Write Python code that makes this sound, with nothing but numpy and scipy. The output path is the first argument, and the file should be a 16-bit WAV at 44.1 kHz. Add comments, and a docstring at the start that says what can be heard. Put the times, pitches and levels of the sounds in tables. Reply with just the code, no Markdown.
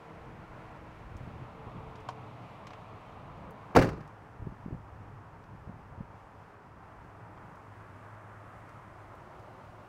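"""Distant traffic, an idling engine and soft buffets of air on a hand-held microphone, with small clicks;
then a car's trunk lid is slammed: latch meets striker, the lid bottoms on its seal, panels and trim shudder.
Traffic and breeze are coloured noise under slow gains, engines are wavering sines, buffets are short eddies.
Clicks are noise snaps over damped modes; the slam stacks noise bursts, ringing lid modes and a push of air."""
import sys
import numpy as np
from scipy import signal
from scipy.fft import rfft, irfft
from scipy.io import wavfile
from scipy.ndimage import uniform_filter1d

SR = 44100
rng = np.random.default_rng(int(sys.argv[2]) if len(sys.argv) > 2 else 0)


def master(y):
    """Save y as 16-bit WAV."""
    cut = np.clip(np.atleast_2d(y).T, -1, 1)
    pcm = np.round(cut * 32767)  # scale
    wavfile.write(sys.argv[1], SR, pcm.astype(np.int16))


N = 435708
TIME = np.arange(N) / SR


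def amp(db):
    """Turns decibels into gain."""
    return 10 ** (np.asarray(db) / 20)


def unit(x):
    """Scales a sound to rms 1."""
    return x / np.sqrt(np.mean(x ** 2) + 1e-20)


def read(points, hz):
    """Reads a spectrum table on a log-frequency axis."""
    f, value = np.transpose(points)
    return np.interp(np.log(hz + 1), np.log(f + 1), value)


def add(mix, s, sound):
    """Mixes a sound in, starting at s seconds."""
    part = mix[round(s * SR):][:len(sound)]
    part += sound[:len(part)]


def noise(colour, size, tilt_db=0):
    """Noise of rms 1 with the given spectrum, tilted by tilt_db per octave above 1 kHz."""
    hz = np.fft.rfftfreq(size, 1 / SR)
    octaves = np.log2(np.maximum(hz, 1000) / 1000)
    spectrum = rfft(rng.standard_normal(size))
    return unit(irfft(spectrum * amp(read(colour, hz) + tilt_db * octaves), size))


def drift(per_s):
    """Slow random wander of rms 1: white noise averaged twice over 1 / per_s seconds."""
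    width = max(int(SR / per_s), 1)
    smooth = uniform_filter1d(rng.standard_normal(N), width, mode="wrap")
    return unit(uniform_filter1d(smooth, width, mode="wrap"))


def swell(s, length):
    """A bell-shaped gain that peaks at s; over its length it stays above 0.6."""
    return np.exp(-2 * ((TIME - s) / length) ** 2)


def dying(t, t60):
    """Exponential decay by 60 dB in t60 seconds."""
    return np.exp(-np.log(1000) * t / t60)


def ring(modes, t):
    """Damped resonances, each a dying sine; neighbours start in opposite directions."""
    out = 0
    for k, (hz, db, t60) in enumerate(modes):
        out = out + (-1) ** k * amp(db) * dying(t, t60) * np.sin(2 * np.pi * hz * t)
    return out


# Start and end of each of the microphone's four moves, alternating, in seconds.
MOVES_S = [1.0, 1.7, 3.4, 4.3, 6.6, 8.2, 8.8, 9.4]


def place():
    """Where the microphone is, counted along its five resting places."""
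    return np.interp(TIME, MOVES_S, [0, 1, 1, 2, 2, 3, 3, 4])


# Street levels inside the trunk, under the lid, behind the car, beside it and at the door.
# Each row: traffic roar in dB, tyre hiss in dB, street rumble in dB.
PLACE_LEVELS = [(-53, -68, -54.5), (-51.5, -67.5, -52.5), (-55, -73, -57.5), (-52.5, -70, -57),
                (-52.5, -69.8, -59)]


def street_levels():
    """Roar, hiss and rumble in dB, blended along the microphone's way."""
    where = place()
    return [np.interp(where, np.arange(len(PLACE_LEVELS)), db) for db in np.transpose(PLACE_LEVELS)]


# Colour of the traffic as the car's body screens and reflects it, at the five places in turn.
# Each row: frequency in Hz, relative level in dB per Hz.
INSIDE_COLOUR = [(180, -42), (300, -12), (391, -11), (453, -4), (492, -7.5), (1020, -6), (1240, -12),
                 (1370, -9), (1560, -15), (2360, -18), (3630, -30.5), (15500, -52.5)]
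UNDER_LID_COLOUR = [(180, -24), (300, -6), (348, -12), (397, -12.5), (439, -2.5), (476, -7), (610, -4),
                    (708, -3), (1120, -4), (1370, -9.5), (1490, -15.5), (2360, -21), (3690, -32.5),
                    (5050, -40.5), (15500, -57)]
BEHIND_COLOUR = [(180, -33), (300, -4.5), (360, -9.5), (417, -3), (476, -6.5), (953, -1.5), (1810, -12.5),
                 (2140, -17), (2520, -19), (3870, -32), (5050, -32), (15500, -47.5)]
BESIDE_COLOUR = [(180, -35), (300, -1), (337, -8), (372, -1.5), (397, -7), (453, -6), (492, -7.5),
                 (610, -2.5), (877, -2.5), (1160, -1), (2170, -14), (3940, -31.5), (8700, -35.5),
                 (15500, -46)]
AT_DOOR_COLOUR = [(180, -40), (300, -5), (366, -0.5), (431, -8), (600, 0), (863, -1), (1030, -3),
                  (1200, -3.5), (2520, -22), (2980, -24.5), (3230, -28.5), (8560, -40.5), (15500, -48)]
# Cars going by on the far road.
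# Each row: peak in seconds, length in seconds, lift of the roar in dB, lift of the tyre hiss in dB.
CAR_PASSES = [(.62, 0.26, 1.8, 1), (1.75, 0.48, 1.5, 1.9), (2.55, 0.87, 0, 2.5), (3.85, 0.52, 2, 0)]


def traffic():
    """Roar and tyre hiss lift as cars go by, and change colour as the microphone moves round the car."""
    roar_db, hiss_db, _ = street_levels()
    for s, length, roar_lift_db, hiss_lift_db in CAR_PASSES:
        bell = swell(s, length)
        roar_db = roar_db + roar_lift_db * bell
        hiss_db = hiss_db + hiss_lift_db * bell
    roar_gain = amp(roar_db + 0.52 * drift(17))
    hiss_gain = amp(hiss_db + 0.54 * drift(9.4))

    split = signal.butter(4, 2100, fs=SR, output="sos")  # roar below 2100 Hz, hiss above
    out, where = np.zeros(N), place()
    colours = [INSIDE_COLOUR, UNDER_LID_COLOUR, BEHIND_COLOUR, BESIDE_COLOUR, AT_DOOR_COLOUR]
    for k, colour in enumerate(colours):
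        wash = noise(colour, N)
        roar = signal.sosfiltfilt(split, wash)
        hiss = wash - roar
        nearness = np.sqrt(np.maximum(1 - abs(where - k), 0))  # equal-power crossfade
        out += nearness * (roar_gain * unit(roar) + hiss_gain * unit(hiss))
    return out


# Spectra of the gusts and of the street rumble.
# Each row: frequency in Hz, relative level in dB per Hz.
GUST_COLOUR = [(15, -6), (40, 0.5), (70, 3), (110, -4.5), (250, -28), (800, -61.5)]
RUMBLE_COLOUR = [(60, -24), (95, 2), (130, 1.5), (175, -2), (260, -8), (500, -20.5), (1200, -63)]
# The air stirring as the microphone is carried about.
# Each row: peak in seconds, length in seconds, level in dB.
GUST_SWELLS = [(0.357, 0.27, -54.5), (.8, .5, -55.5), (1.28, 0.23, -52.5), (1.772, 0.47, -54),
               (3.35, 0.41, -56.5), (4.453, 0.14, -50), (4.717, 0.11, -51), (5.045, 0.38, -55),
               (5.75, 0.64, -57.5), (7.25, 0.55, -62), (9.2, 1, -62.5)]
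CALM_DB, GUST_RUMBLE_DB = -63.5, -1  # air between gusts; rumble a gust raises, relative to the gust


def breeze():
    """Lumpy gusts on the microphone over the steadier street rumble, which each gust lifts a little."""
    _, _, street_db = street_levels()
    stir = sum(amp(db) * swell(s, length) for s, length, db in GUST_SWELLS)
    # powers add, so gains combine as a hypotenuse
    gust_gain = np.hypot(amp(CALM_DB), stir) * amp(1.5 * drift(22))
    rumble_gain = np.hypot(amp(street_db), amp(GUST_RUMBLE_DB) * stir) * amp(1.4 * drift(18))
    return noise(GUST_COLOUR, N) * gust_gain + noise(RUMBLE_COLOUR, N) * rumble_gain


def engine(hz, gain, waver):
    """One sine line of an engine; waver is the rms share by which its pitch wanders."""
    turns = np.cumsum(hz * (1 + waver * drift(12.5))) / SR
    flutter = amp(2 * drift(13))
    return np.sqrt(2) * gain * flutter * np.sin(2 * np.pi * turns)


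# An idling engine, heard more or less as the car screens it.
# Each row: time in seconds, level in dB.
IDLE_LEVEL = [(0, -77), (3.3, -66), (5, -57), (6.2, -63.5), (7.2, -60), (8, -55.5), (9.88, -63)]
IDLE_HZ = 103.7
# Engine notes of far vehicles.
# Each row: peak in seconds, length in seconds, pitch at the peak in Hz, level in dB.
FAR_NOTES = [(.08, 0.29, 463, -60), (0.601, 0.86, 318, -60.5), (1.749, 0.43, 444, -56.5),
             (2.152, 0.45, 439, -60.5), (.2, 0.55, 161, -59), (2.104, 1.1, 123.9, -56),
             (2.1, 1.1, 312.7, -67.5)]
NOTE_SAG_PER_S = 0.022  # the vehicles slow: share of the pitch lost each second


def engines():
    """One engine idles around a steady pitch; the notes of others swell and fade, sinking as they slow."""
    idle_db = np.interp(TIME, *np.transpose(IDLE_LEVEL))
    out = engine(IDLE_HZ, amp(idle_db), waver=0.021)
    for s, length, hz, db in FAR_NOTES:
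        sinking_hz = hz * np.exp(-NOTE_SAG_PER_S * (TIME - s))
        out += engine(sinking_hz, amp(db) * swell(s, length), waver=0.007)
    return out


# Buffets of air on the microphone.
# Each row: centre in seconds, level in dB, pitch in Hz.
AIR_BUFFETS = [(1.155, -35.5, 86), (1.212, -36, 109), (1.235, -36, 120), (1.276, -34.5, 140),
               (1.364, -39.5, 110), (1.420, -37, 130), (1.674, -35.5, 103), (1.752, -37, 149.4),
               (1.769, -41, 168), (1.872, -45, 150), (4.398, -49, 70), (4.4265, -32.5, 101),
               (4.473, -28.5, 134), (4.524, -40.5, 193), (4.662, -31.5, 191), (4.685, -36, 169),
               (4.711, -33.5, 250), (4.7289, -28.5, 134), (4.7481, -33, 161), (5.081, -42, 118),
               (5.551, -40.5, 192), (5.677, -37, 106.6), (5.697, -35.5, 190), (5.983, -39, 91),
               (6.01, -31.5, 178)]


def buffets():
    """Each eddy presses, sucks and presses again on the microphone: about one and a half soft cycles."""
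    out, t = np.zeros(N), np.arange(-(SR // 20), SR // 20) / SR
    for s, db, hz in AIR_BUFFETS:
        turns = hz * t
        eddy = -np.cos(2 * np.pi * turns) - 0.15 + 0.31 * noise(THUD_COLOUR, len(t))
        envelope = np.exp(-(turns / 0.76) ** 2)
        add(out, s + t[0], amp(db) * eddy * envelope)
    return out


# Small clicks of hinge, trim and grit.
# Each row: start in seconds, level in dB, hollow knock share in dB, treble tilt of the snap in dB per octave.
SMALL_CLICKS = [(1.1680, -65.5, -20, 11), (1.9560, -57.5, -2, -2), (2.003, -68, -12, 4),
                (2.0878, -46.5, 14, -1.5), (2.1040, -65, 9, 4), (2.6696, -49.5, -1, -1.5),
                (2.706, -53.5, 7, -6), (2.7340, -50, -11, -7), (3.5068, -61.5, -20, 20),
                (4.0757, -68.5, -20, 5), (5.4386, -65, -20, -3), (7.375, -66.5, 16, -6),
                (7.5550, -72, -20, 9), (8.6907, -68, -20, 8), (9.1522, -70, -20, 18), (9.3946, -71, -15, 7)]
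# Spectrum of the snap. Each row: frequency in Hz, relative level in dB per Hz.
SNAP_COLOUR = [(400, -16), (1200, 2.5), (3200, 0.5), (6000, -3.5), (9000, -16), (15000, -29)]
# Resonances of the hollow knock. Each row: frequency in Hz, level in dB, 60 dB decay time in seconds.
KNOCK_MODES = [(600, -4.5, 0.036), (754, -3.5, 0.081), (942, -1, 0.073), (1064, 4.5, 0.03),
               (1530, -8, 0.042), (2380, -18, .04), (3150, -13, 0.033)]


def clicks():
    """Each click is a snap of noise with a short hollow knock of damped modes under it."""
    out, t = np.zeros(N), np.arange(SR // 8) / SR
    attack = 1 - np.exp(-t / 0.00014)
    snap_decay = dying(t, 0.037) + amp(-16) * dying(t, 0.18)
    for s, db, knock_db, tilt_db in SMALL_CLICKS:
        snap = amp(2.5) * noise(SNAP_COLOUR, len(t), tilt_db) * snap_decay
        knock = amp(knock_db) * ring(KNOCK_MODES, t)
        add(out, s, amp(db) * (snap + knock) * attack)
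    return out


# How long the panels shudder. Each row: frequency in Hz, 60 dB decay time in seconds.
PANEL_DECAY = [(60, 0.49), (200, 0.39), (600, 0.33), (1800, 0.35), (5000, 0.33), (13000, 0.17)]


def contact(colour, t, rise, burst_t60, tail_db):
    """A short burst of crowded panel modes, then their weaker tail, in which the top treble dies first."""
    hz, at, z = signal.stft(noise(colour, len(t)), SR, nperseg=512)
    fading = z * dying(at, read(PANEL_DECAY, hz)[:, None])
    tail = signal.istft(fading, SR, nperseg=512)[1][:len(t)]
    attack = 1 - np.exp(-t / rise)  # rise in seconds
    shape = attack * dying(t, burst_t60)
    # the blow sets the energy, whatever the noise draw
    burst = unit(noise(colour, len(t)) * shape) * np.sqrt(np.mean(shape ** 2))
    return burst + amp(tail_db) * attack * tail


def chatter(size, depth_db):
    """Loose parts touch unevenly: a gain that jumps about from millisecond to millisecond."""
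    return amp(depth_db * unit(uniform_filter1d(rng.standard_normal(size), size=50)))


# The latch meets the striker and the lid bottoms on its seal.
# Each row: start in seconds, then levels in dB of the body's thud, the sheet metal's clang,
# the latch's clank and the trim's rattle.
SLAM_BLOWS = [(3.7490, -33, -32, -49, -54), (3.7518, -28, -22.5, -31.5, -39),
              (3.7613, -20, -10.5, -28.5, -28.5), (3.7660, -36, -15, -38, -31),
              (3.7703, -16, -11.5, -29, -42)]
# The shut lid shuddering against its latch.
# Each row: start in seconds, thud level in dB, clank level in dB.
LID_REBOUNDS = [(3.7857, -27, -31.5), (3.7913, -21, -31), (3.814, -29, -33), (3.822, -30, -29.5),
                (3.8276, -36, -37), (3.8432, -23.5, -36), (3.8710, -28.5, -45), (3.8890, -41, -41.5),
                (3.9290, -41, -55), (3.9760, -39.5, -61), (4.0050, -67, -54)]
REBOUND_CLANG_DB, REBOUND_RATTLE_DB = 3, -7.5  # sheet metal and trim, relative to a rebound's clank
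# Ringing of the lid and the trunk cavity.
# Each row: frequency in Hz, relative level in dB, 60 dB decay time in seconds.
LID_MODES = [(59, -18, 0.36), (112.2, 1, 0.43), (147.8, 1, 0.49), (169.5, -3, 0.54), (222.7, -1, 0.32),
             (261, 0, 0.27), (371, -2.5, 0.38), (439, -7.5, 0.47), (535, 4.5, 0.27), (618, -6, 0.24),
             (744, -6, 0.22), (844, -12, 0.36), (1010, -13, 0.24), (1036, -15, 0.49), (1206, -19, 0.55),
             (1270, -24, .18), (1458, -15, .19), (1646, -13, 0.21), (1780, -14, 0.25), (1890, -13, 0.26),
             (2330, -16, 0.3), (2589, -20, 0.19)]
# Spectra of body, sheet metal, latch and trim in contact; the thud also roughens the buffets.
# Each row: frequency in Hz, relative level in dB per Hz.
THUD_COLOUR = [(20, -22), (50, 5), (85, -5), (130, 1), (330, 0), (550, -9.5), (800, -22), (1500, -45),
               (4000, -70)]
CLANG_COLOUR = [(100, -31), (280, -10), (460, 0.5), (750, -8.5), (1000, -8.5), (1350, -11), (1800, -20.5),
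                (2750, -32), (3300, -48), (8000, -52)]
CLANK_COLOUR = [(700, -3.5), (1400, 0.5), (1800, 1), (2250, -5), (2750, -6), (3250, -21), (8000, -43)]
RATTLE_COLOUR = [(600, -23), (2500, 3), (3300, -0.5), (4700, 4), (6000, 0), (7500, -6), (11000, -12.5),
                 (15500, -16)]


def slam():
    """Contacts thud, clang, clank and rattle; the closing blow rings the lid and squeezes the trunk's air."""
    out, t = np.zeros(N), np.arange(SR * 3 // 4) / SR
    shudder = [(s, thud_db, clank_db + REBOUND_CLANG_DB, clank_db, clank_db + REBOUND_RATTLE_DB)
               for s, thud_db, clank_db in LID_REBOUNDS]
    for s, thud_db, clang_db, clank_db, rattle_db in SLAM_BLOWS + shudder:
        body = amp(thud_db) * contact(THUD_COLOUR, t, rise=0.00075, burst_t60=0.07, tail_db=-11.0)
        sheet = amp(clang_db) * contact(CLANG_COLOUR, t, rise=0.00022, burst_t60=0.041, tail_db=-17.5)
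        latch = amp(clank_db) * contact(CLANK_COLOUR, t, rise=0.0003, burst_t60=0.073, tail_db=-17.5)
        trim = amp(rattle_db) * contact(RATTLE_COLOUR, t, rise=0.0018, burst_t60=0.052, tail_db=-18.5)
        add(out, s, body + sheet + (latch + trim) * chatter(len(t), depth_db=2.0))

    closed_s = 3.7705
    add(out, closed_s, amp(-24.5) * ring(LID_MODES, t) * (1 - np.exp(-t / 0.0038)))
    # trapped air gives one short push, then escapes through the vents
    swing = t / 0.003
    add(out, closed_s, -amp(-6.0) * swing * (1 - swing / 2) * np.exp(-swing))
    return out


def scene():
    """Mixes background, small sounds and slam in mono."""
    background = traffic() + breeze() + engines()
    return (background + buffets() + clicks() + slam())[None]


def record(dry):
    """The recorder drops the deepest bass (below 22 Hz) and the top of the treble (above 15850 Hz)."""
    bass_cut = signal.butter(2, 22, "highpass", fs=SR, output="sos")
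    treble_cut = signal.firwin(511, 15850, window=("kaiser", 9), fs=SR)
    thinned = signal.sosfilt(bass_cut, dry)
    return signal.oaconvolve(thinned, treble_cut[None], "same")


dry = scene()
out = record(dry)
master(out)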